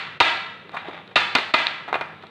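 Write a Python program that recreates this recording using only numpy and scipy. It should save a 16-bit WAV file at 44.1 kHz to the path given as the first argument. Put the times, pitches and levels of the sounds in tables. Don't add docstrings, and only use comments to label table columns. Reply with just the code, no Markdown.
import sys
import numpy as np
from scipy import signal
from scipy.fft import rfft, irfft
from scipy.io import wavfile
from scipy.ndimage import uniform_filter1d, minimum_filter1d

SR = 44100
rng = np.random.default_rng(int(sys.argv[2]) if len(sys.argv) > 2 else 0)


def inscribe(sig):
    pcm = np.round(np.clip(np.atleast_2d(sig).T, -1, 1) * 32767)
    wavfile.write(sys.argv[1], SR, pcm.astype(np.int16))


def level_to_linear(level):
    exponent = np.asarray(level, float) / 20
    return 10 ** exponent


N = 101429
LEAD = 13230
M = N + LEAD


def table_at(table, hz):
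    table_hz, value = np.array(table).T
    return np.interp(np.log(np.maximum(hz, 1)), np.log(table_hz), value)


def unit(x):
    return x / np.sqrt(np.mean(x ** 2))


def decay(t, t60):
    return np.exp(-np.log(1000) * t / t60)


def band(x, hz, width):
    return signal.lfilter(*signal.iirpeak(hz, hz / width, SR), x)


def colour(x, db_of):
    cepstrum = irfft(np.log(level_to_linear(db_of(np.fft.rfftfreq(2048, 1 / SR)))))
    cepstrum[1:1024] *= 2
    cepstrum[1025:] = 0
    impulse = irfft(np.exp(rfft(cepstrum)))
    return signal.fftconvolve(x, impulse)[:len(x)]


# pitch_hz, density_db (per Hz)
AIR = [(25, -39), (60, -31.5), (100, -35), (180, -8.5), (450, -3), (1000, -17), (3800, -14.5),
       (5200, -44.5)]
# pitch_hz, width_hz, level_db
DRONE = [(99.7, 4.4, -60.5), (156.8, 24, -53.5), (203.7, 30, -60.5)]


def air():
    spectrum = AIR + [(9000, -77.5), (16000, -67)]
    hiss = colour(rng.standard_normal(M), lambda hz: table_at(spectrum, hz))
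    out = level_to_linear(-50) * unit(hiss)
    for hz, width_hz, db in DRONE:
        out = out + level_to_linear(db) * unit(band(rng.standard_normal(M), hz, width_hz))
    return out


# pitch_hz, level_db
MIC = [(60, -1), (900, 3.5), (4250, 0.5), (5250, -15), (9200, -22), (9800, -32.5), (12300, -32),
       (13000, -28)]


def around(centre_hz, db_oct2):
    def db_of(hz):
        octaves = np.log2(np.maximum(hz, 20) / centre_hz)
        floor_db = -21 + 2 * (hz > centre_hz)
        return np.maximum(db_oct2 * octaves ** 2, floor_db) + table_at(MIC, hz)
    return db_of


# pitch_hz, level_db, t60_s
TRAY = [(71, -1, 0.039), (118.8, -2, 0.3), (269, 20.5, 0.022), (377, 5, 0.046), (444, 0.5, 0.023),
        (673, -10.5, 0.04), (735.3, 3.5, 0.036), (787, 6, 0.067), (844, -14.5, 0.18), (951, 9.5, 0.069),
        (1161.5, -8.5, 0.15)]
# pitch_hz, level_db, t60_s
MOULD = [(1228, 7.5, 0.048), (1427, -0.5, 0.12), (1532, 6, 0.023), (1690, -5.5, 0.09), (1750, -6, 0.15),
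         (2059, 6, 0.15), (2065, -6.5, 0.019), (2437, 8.5, 0.12), (2705, 9.5, 0.056), (2880, -22, 0.09),
         (3335, -22, 0.09), (3708, 16, 0.041), (3620, 10.5, 0.016), (4380, -18.5, 0.055)]


def body(damp=1.):
    scatter_db, detune = 2, .004
    t = np.arange(8000) / SR
    hz, db, t60 = np.array(TRAY + MOULD).T[:, :, None]
    level_luck, pitch_luck = rng.standard_normal((2,) + hz.shape)
    tone = np.sin(2 * np.pi * hz * (1 + detune * pitch_luck) * t)
    ring = level_to_linear(db + scatter_db * level_luck) * tone * decay(t, t60 * damp)
    return ring.sum(axis=0)


def strikes(rows, db_oct2, damp=1., skid=False):
    chatter, crack_db, ring_wet_db = 0.021, 5, -13.5
    out = np.zeros((2, M + 20000))
    t = np.arange(8000) / SR
    late = .022 * skid
    for s, db, hz, length in rows:
        shape = np.exp(-((t - late) / length) ** 2) if skid else np.exp(-t / length)
        rattle, hiss = rng.standard_normal((2, len(t)))
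        click = 1. * (np.arange(len(t)) == int(late * SR))
        force = chatter * rattle ** 3 * shape
        if not skid:
            force = force + click
        ring = unit(signal.fftconvolve(force, body(damp))[:len(t)])
        crack = level_to_linear(crack_db) * unit(hiss * shape)
        to_room = level_to_linear(ring_wet_db) * ring + unit(click)
        near = unit(colour(ring + crack, around(hz, db_oct2)))
        far = unit(colour(to_room, around(hz, db_oct2)))
        gain = level_to_linear(db) * np.sqrt(length * SR / len(t)) / 2
        i = int((s - late) * SR) + LEAD
        out[:, i:i + len(t)] += gain * np.array([near, far])
    return out[:, :M]


# start_s, level_db, pitch_hz (colour centre), chatter_s
BLOWS = [
    (-.19, 6.5, 2120, 0.0064),
    (.2022, 5, 2270, 0.0021),
    (.2052, 4.5, 1730, 0.0092),
    (1.1572, -2.5, 2100, .003),
    (1.1595, -1.5, 1960, 0.015),
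    (1.3515, -1.5, 2350, 0.0032),
    (1.356, -8.5, 935, 0.009),
    (1.385, -9, 1640, 0.0032),
    (1.5385, 2.5, 2180, 0.001),
    (1.5415, 4, 1640, 0.0051),
]


def blows():
    return strikes(BLOWS, -2.2)


# pitch_hz, t60_s
ROOM = [(150, 0.67), (600, 0.54), (1500, 0.91), (3000, 0.68), (6000, 0.6), (12000, 0.5)]


def kitchen(x):
    room_db, rise_s = -3.5, 0.0027
    t = np.arange(SR) / SR
    tail = 0
    for hz in 60 * 2 ** np.arange(0, 8.5, .5):
        tail = tail + band(rng.standard_normal(SR), hz, hz / 3) * decay(t, table_at(ROOM, hz))
    tail = tail * (1 - np.exp(-t / rise_s))
    tail = tail / np.sqrt(np.sum(tail ** 2))
    return level_to_linear(room_db) * signal.fftconvolve(x, tail)[:M]


# start_s, level_db, pitch_hz, t60_s
THUDS = [
    (.2035, -20.5, 108.5, 0.082),
    (1.158, -28, 173, 0.091),
    (1.352, -23, 254, 0.048),
    (1.54, -29, 226, 0.1),
]


def thuds():
    t = (np.arange(M) - LEAD) / SR
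    out = np.zeros(M)
    for s, db, hz, t60 in THUDS:
        since = np.maximum(t - s, 0)
        out += level_to_linear(db) * np.sin(2 * np.pi * hz * since) * decay(since, t60)
    return out


# start_s, level_db, pitch_hz (colour centre), chatter_s
TICKS = [
    (.694, -25.5, 1290, 0.0011),
    (.722, -51, 1270, 0.0025),
    (1.077, -32.5, 3040, .001),
    (1.363, -17, 2930, .0015),
    (1.6686, -2.5, 2400, 0.0011),
    (1.68, -21.5, 2380, .002),
    (2.225, -35, 2500, 0.0025),
    (2.268, -38, 3800, 0.0024),
]


def ticks():
    return strikes(TICKS, -4.2, damp=0.2)


# start_s, level_db
SLIDE = [
    (0.719, -43.5),
    (0.798, -47),
    (0.868, -40),
    (0.919, -39.5),
    (0.969, -40),
    (1.009, -47),
    (1.058, -63),
    (1.12, -48),
    (1.15, -50),
]


def slide():
    grains_per_s, grain_db = 1400, 0.5
    chance, size = rng.random((2, M))
    grain_level = level_to_linear(-grain_db * np.log(size + 1e-9))
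    grains = (chance < grains_per_s / SR) * grain_level * rng.standard_normal(M)
    ring = unit(signal.fftconvolve(grains, body(.25))[:M])
    sound = colour(ring + 2.1 * unit(grains), around(1400, -2.8))
    s, db = np.array(SLIDE).T
    t = (np.arange(M) - LEAD) / SR
    return unit(sound) * level_to_linear(np.interp(t, s, db, -120, -120))


# start_s (middle of the skid), level_db, pitch_hz (colour centre), half_length_s
SCUFFS = [
    (.749, -22, 960, 0.011),
    (.771, -16, 1400, 0.0051),
    (.79, -34, 2400, 0.024),
]


def scuffs():
    return strikes(SCUFFS, -10.5, damp=0.63, skid=True)


# start_s, level_db, pitch_hz (colour centre), chatter_s
KNOCKS = [
    (.8845, -25.5, 570, 0.011),
    (.885, -42.5, 2360, 0.0015),
    (1.879, -26, 840, 0.018),
    (1.886, -27, 860, 0.015),
    (1.9285, -9.5, 850, 0.0047),
    (1.942, -12.5, 1204, 0.0087),
    (1.955, -12.5, 950, 0.0052),
    (2.0108, -15, 1064, 0.0061),
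    (2.011, -22.5, 4100, 0.0014),
    (2.235, -29, 700, .005),
]


def knocks():
    return strikes(KNOCKS, -4.5, damp=0.63)


def scene():
    blow_wet_db, small_wet_db = -4.5, -6
    blow_near, blow_far = blows()
    small_near, small_far = ticks() + slide() + scuffs() + knocks()
    echoes = kitchen(level_to_linear(blow_wet_db) * blow_far + level_to_linear(small_wet_db) * small_far)
    mono = air() + blow_near + small_near + echoes + thuds()
    return np.array([mono[LEAD:], mono[LEAD:]])


def band_limit(x):
    return signal.sosfilt(signal.butter(12, 15600, fs=SR, output="sos"), x)


def record(dry):
    top_db, ahead_s, duck_s, release_db_s = -.7, .023, .006, 102
    x = signal.sosfilt(signal.butter(3, 75, "high", fs=SR, output="sos"), dry[0])
    gain_db = np.minimum(top_db - 20 * np.log10(np.abs(x) + 1e-9), 0)
    ahead = int(ahead_s * SR)
    gain_db = minimum_filter1d(gain_db, ahead, origin=-(ahead // 2), mode="nearest")
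    ramp = np.arange(N) * release_db_s / SR
    gain_db = np.minimum.accumulate(gain_db - ramp) + ramp
    x = x * level_to_linear(uniform_filter1d(gain_db, int(duck_s * SR)))
    treble = signal.sosfilt(signal.butter(6, 6000, "high", fs=SR, output="sos"), x)
    wander = unit(uniform_filter1d(rng.standard_normal(N), size=60))
    side = level_to_linear(-11) * treble * wander
    return band_limit(np.array([x + side, x - side]))


dry = scene()
out = record(dry)
inscribe(out)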